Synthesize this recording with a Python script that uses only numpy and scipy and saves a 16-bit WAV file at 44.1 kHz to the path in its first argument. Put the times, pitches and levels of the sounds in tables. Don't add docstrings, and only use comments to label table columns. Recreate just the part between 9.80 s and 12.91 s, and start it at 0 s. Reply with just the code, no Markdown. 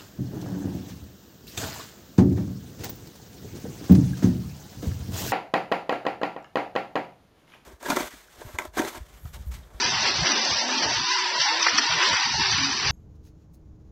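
import sys
import numpy as np
from scipy import signal
from scipy.fft import rfft, irfft, next_fast_len
from scipy.io import wavfile
from scipy.ndimage import uniform_filter1d, map_coordinates

SR = 44100
rng = np.random.default_rng(int(sys.argv[2]) if len(sys.argv) > 2 else 0)


def boost_factor(decibels):
    exponent = np.asarray(decibels, float) / 20
    return 10 ** exponent


def bounce(signal):
    frames = np.transpose(np.atleast_2d(signal))
    limited = np.clip(frames, -1, 1)
    pcm = np.round(limited * 32767).astype(np.int16)
    wavfile.write(sys.argv[1], SR, pcm)


N = 137151

# time in seconds, pitch of the meshing gear teeth in Hz,
# whine level in dB, rolling noise level in dB, rail hiss level in dB.
CAR_OVER_TIME = [(0.0, 974, -29, -31, -27.5), (0.04, 1000, -26, -27.5, -26), (0.09, 984, -31, -30.5, -25.5),
                 (0.19, 906, -30.5, -29.5, -28.5), (0.28, 943, -32, -28, -26.5), (0.33, 966, -49, -31, -28),
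                 (0.47, 1030, -30, -27.5, -26.5), (0.59, 921, -42, -29, -26.5),
                 (0.84, 910, -27.5, -32.5, -28.5), (0.88, 920, -48, -32.5, -33),
                 (0.93, 876, -28.5, -29.5, -28), (1.15, 922, -31, -30.5, -27),
                 (1.19, 973, -26.5, -29, -28.5), (1.22, 990, -32, -30, -27), (1.32, 1028, -23, -28, -26),
                 (1.5, 927, -29, -31, -32), (1.58, 992.4, -26, -31, -27.5), (1.62, 900, -44, -28, -26),
                 (1.66, 830.7, -24.5, -28, -26), (1.72, 920, -21, -27.5, -27.5),
                 (1.79, 1010, -30.5, -29.5, -29.5), (1.85, 989, -22, -26.5, -22),
                 (1.93, 985, -37, -28, -29.5), (2.08, 923.5, -26, -29.5, -30),
                 (2.16, 1020, -32, -28.5, -26.5), (2.21, 998, -22.5, -22, -26.5),
                 (2.3, 989, -22.5, -27, -23), (2.36, 980, -28.5, -27.5, -28), (2.59, 900, -28.5, -31, -27),
                 (2.62, 909, -20.5, -25, -24.5), (2.67, 908, -43, -29.5, -26), (2.81, 927, -57, -28, -27.5),
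                 (2.9, 901, -57, -31, -28.5), (2.99, 915, -47, -31, -28.5), (3.11, 967, -60, -26, -26.5)]
# time in seconds, rumble level in dB,
# drone level in dB, low middle level in dB.
TRACK_OVER_TIME = [(0.0, -51, -39, -44), (0.02, -43, -37, -39), (0.11, -43, -42.5, -44),
                   (0.16, -46.5, -43, -40), (0.28, -45, -36.5, -40), (0.37, -45.5, -45.5, -46),
                   (0.42, -36, -40, -37.5), (0.49, -46.5, -31.5, -36.5), (0.75, -43.5, -41, -40),
                   (0.93, -55, -41, -37), (1.02, -41, -35.5, -34), (1.13, -41, -44.5, -38),
                   (1.21, -45, -40, -47.5), (1.26, -58, -47.5, -46.5), (1.9, -54.5, -47, -38),
                   (1.96, -44, -39, -46), (2.0, -68, -39, -47), (2.1, -42.5, -39.5, -39.5),
                   (2.17, -43, -40.5, -42), (2.25, -58, -42, -39), (2.3, -37.5, -40, -36.5),
                   (2.36, -47, -45, -47.5), (2.53, -45, -42, -42), (2.55, -42, -73, -39),
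                   (2.6, -40, -30, -43), (2.63, -42.5, -53, -55), (2.72, -43.5, -44.5, -41),
                   (2.83, -40, -41, -46.5), (3.02, -47, -40.5, -43.5), (3.11, -31, -36.5, -42.5)]
# start in seconds, length in seconds, first pitch in Hz,
# last pitch in Hz, level in dB.
HUM_SPELLS = [(0.478, 0.12, 370, 284, -44), (0.834, 0.196, 239.2, 274.4, -37),
              (1.235, 0.37, 374.4, 370.8, -43), (1.636, 0.307, 320, 348.4, -42),
              (2.098, 0.095, 168.6, 147.6, -41), (2.2, 0.073, 335, 410.1, -35.5),
              (2.585, 0.17, 399.5, 358.3, -43), (2.775, 0.16, 276.6, 282.6, -33)]
# start in seconds, peak level in dB, length held in seconds,
# level of the dull part over the bright part in dB.
JOINT_HITS = [(0.031, -21, 0.029, -0.5), (0.143, -15, 0.0064, -9), (0.243, -16, 0.021, -7.5),
              (0.33, -28.5, 0.0071, -11), (0.977, -12, 0.011, -22.5), (1.024, -11, 0.028, -12),
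              (1.6, -10, .018, -10.5), (1.614, -16, 0.046, -15), (.446, -17, .004, -8),
              (.458, -12, .006, -2), (.467, -9, .011, -8), (1.8268, -2, .001, -6), (1.9755, -7, .004, -12),
              (1.981, -5, .013, -9), (1.846, -21.5, 0.051, 4.5), (1.887, -14.5, 0.012, -13),
              (2.213, -19, .003, 4), (2.228, -15.5, 0.0041, 2.5), (2.252, -19, 0.0025, -1.5),
              (2.265, -19.5, 0.0034, 8), (2.37, -14.5, 0.0042, -7), (2.33, -17.5, 0.01, 2)]
# multiple of the mesh pitch, level in dB.
WHINE_OVERTONES = [(1, -1.5), (2, -8.5), (3, -22)]

# frequency in Hz, strength in dB per Hz.
ROLL_SPECTRUM = [(460, -38), (780, -5), (900, -3.5), (1000, -2), (1270, -4.5), (1820, -1.5), (2330, -3.5),
                 (2750, -2.5), (4000, -7), (5200, -28), (8800, -120)]
HISS_SPECTRUM = [(2120, -15.5), (3600, -2), (4020, -0.5), (4620, 3.5), (5770, 0), (6000, 3.5),
                 (7800, -31.5), (13200, -120)]
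BRIGHT_RATTLE_SPECTRUM = [(1500, -33), (2300, -8.5), (2800, 0), (3500, -2), (4000, -7.5), (4600, 1),
                          (6500, 3), (9000, 5)]
DULL_RATTLE_SPECTRUM = [(250, -32), (500, -15), (900, -9.5), (1900, -4), (2500, -11.5), (3000, -36)]
RUMBLE_SPECTRUM = [(15, -42.5), (25, -15.5), (59, -1), (87, -2), (124, 2), (200, -3.5), (260, -44.5),
                   (440, -120)]
DRONE_SPECTRUM = [(190, -21.5), (210, -2), (430, -1.5), (460, -23)]
MIDDLE_SPECTRUM = [(420, -34), (450, 1.5), (600, 3.5), (780, 4.5), (820, -23)]
FIZZ_SPECTRUM = [(30, -2.5), (600, -13), (3000, -1), (6500, -3.5), (7600, -3), (8200, -12), (8600, -21.5),
                 (8950, -31)]

# frequency in Hz, limit in dB.
WEAK_UNDER_FRAME = [(400, -34), (480, -31.5), (1200, -29), (2200, -26.3), (4200, -26), (4600, -29.5)]

CUT_HZ, BAND_END_HZ = 6020, 6400


def unit(x):
    return x / np.sqrt(np.mean(x ** 2) + 1e-20)


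def curves(rows):
    seconds, *columns = np.transpose(rows)
    t = np.arange(N) / SR
    return [np.interp(t, seconds, column) for column in columns]


def wobble(rate_hz):
    points = rng.standard_normal(N // 100)
    return map_coordinates(points, [np.arange(N) * rate_hz / SR])


def filtered(x, response):
    size = next_fast_len(N + 8192)
    hz = np.fft.rfftfreq(size, 1 / SR)
    return irfft(rfft(x, size) * response(hz), size)[:N]


def rush(spectrum, patchy_db=0., grain_db=0.):
    grainy = rng.standard_normal(N) * boost_factor(grain_db * wobble(400))
    cells = signal.stft(grainy, nperseg=1024)[2]
    patches = uniform_filter1d(rng.standard_normal(cells.shape), size=5, axis=0)
    patches = unit(uniform_filter1d(patches, size=3, axis=1))
    noise = signal.istft(cells * boost_factor(patchy_db * patches), nperseg=1024)[1][:N]
    f, db = np.transpose(spectrum)

    def colour(hz):
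        return boost_factor(np.interp(np.log(hz + 1), np.log(f + 1), db, -120, -120))

    return unit(filtered(noise, colour))


def track():
    rumble_db, drone_db, middle_db = curves(TRACK_OVER_TIME)
    rumble = boost_factor(rumble_db + 2.9 * wobble(15)) * rush(RUMBLE_SPECTRUM, patchy_db=2)
    drone = boost_factor(drone_db - 1.5 + 1.0 * wobble(12)) * rush(DRONE_SPECTRUM, patchy_db=1)
    middle = boost_factor(middle_db + 2.44 * wobble(15)) * rush(MIDDLE_SPECTRUM, patchy_db=1)
    return rumble + drone + middle


def motor_hum():
    t, out = np.arange(N) / SR, np.zeros(N)
    waver = 0.018 * wobble(29.97)
    for start, length, first_hz, last_hz, db in HUM_SPELLS:
        progress = np.clip((t - start) / length, 0, 1)
        pitch_hz = (first_hz + (last_hz - first_hz) * progress) * (1 + waver)
        swell = np.sqrt(np.sin(np.pi * progress).clip(0))
        out += boost_factor(db + 1.5) * swell * np.sin(2 * np.pi * np.cumsum(pitch_hz) / SR)
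    return out


def joints():
    rise_s, tail_s, trim_db = 0.001, 0.005, -8
    t, bright, dull = np.arange(N) / SR, np.zeros(N), np.zeros(N)
    for start, db, length, dull_db in JOINT_HITS:
        rise = np.clip((t - start) / rise_s + 0.5, 0, 1)
        fall = np.exp(-np.clip(t - start - length, 0, None) / tail_s)
        bright += boost_factor(db + trim_db) * rise * fall
        dull += boost_factor(db + trim_db + dull_db) * rise * fall
    rattle = bright * rush(BRIGHT_RATTLE_SPECTRUM, patchy_db=1, grain_db=2)
    rattle = rattle + dull * rush(DULL_RATTLE_SPECTRUM, patchy_db=0.5, grain_db=7.5)
    return filtered(rattle, lambda hz: hz < CUT_HZ)


def rolling_noise(roll_db):
    return boost_factor(roll_db + 2.0) * rush(ROLL_SPECTRUM, patchy_db=1, grain_db=0.5)


def rail_hiss_gain(hiss_db, turn):
    pinion_teeth, swell_depth = 9, 0.15
    swell = 1 + swell_depth * np.sin(2 * np.pi * turn / pinion_teeth + 1.5 * wobble(23))
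    return boost_factor(hiss_db + 1.0) * swell


def rail_hiss(gain):
    return gain * rush(HISS_SPECTRUM, patchy_db=2, grain_db=0.6)


def switching_band(gain):
    is_on = wobble(36) > 0.15
    band = gain * boost_factor(-12.5) * is_on * rush([(CUT_HZ, 0), (BAND_END_HZ, 0)])
    return filtered(band, lambda hz: (hz > CUT_HZ) & (hz < BAND_END_HZ))


def gear_whine(mesh_hz, whine_db, turn):
    wander, uneven_hz, lump_db = 0.03, 140, 3.5
    whine = np.zeros(N)
    for multiple, db in WHINE_OVERTONES:
        level = boost_factor(db + lump_db * wobble(uneven_hz))
        drift = np.cumsum(mesh_hz * wander * wobble(uneven_hz)) / SR
        whine += level * np.sin(2 * np.pi * multiple * (turn + drift))
    return boost_factor(whine_db - 6.0) * unit(whine)


def car():
    mesh_hz, whine_db, roll_db, hiss_db = curves(CAR_OVER_TIME)
    turn = np.cumsum(mesh_hz) / SR
    sway_db = 0.6 * wobble(9) + 0.9 * wobble(25)
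    hiss_gain = rail_hiss_gain(hiss_db + sway_db, turn)
    body = rolling_noise(roll_db + sway_db) + rail_hiss(hiss_gain) + gear_whine(mesh_hz, whine_db, turn)
    return filtered(body, lambda hz: hz < CUT_HZ) + switching_band(hiss_gain)


def scene():
    return (track() + motor_hum() + joints() + car())[None]


def thinned(x):
    frame = dict(nperseg=1536, noverlap=768, window="cosine")
    hz, _, cells = signal.stft(x, SR, **frame)
    power = uniform_filter1d(abs(cells) ** 2, size=3, axis=0)
    power = uniform_filter1d(power, size=2, axis=1)
    under_db = np.interp(hz, *np.transpose(WEAK_UNDER_FRAME))[:, None]
    frame_limit = power.sum(0) * boost_factor(2 * under_db)
    neighbour_limit = uniform_filter1d(power, size=21, axis=0) * boost_factor(2 * -6.3)
    limit = frame_limit + neighbour_limit
    keep = 1 / (1 + (limit / (abs(power) + 1e-20)) ** 8)
    gain = keep + (1 - keep) * boost_factor(-26)
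    return signal.istft(cells * gain, SR, **frame)[1][:N]


def fizz(x):
    level = np.sqrt(abs(uniform_filter1d(x ** 2, size=900)))
    return level * boost_factor(-22 + 2.8 * wobble(9)) * rush(FIZZ_SPECTRUM, grain_db=4)


def band_limit(x):
    return signal.sosfilt(signal.butter(12, 8830, fs=SR, output="sos"), x)


def record(dry):
    x = thinned(dry[0])
    mix = x + fizz(x)
    return band_limit(mix[None])


dry = scene()
out = record(dry)
bounce(out)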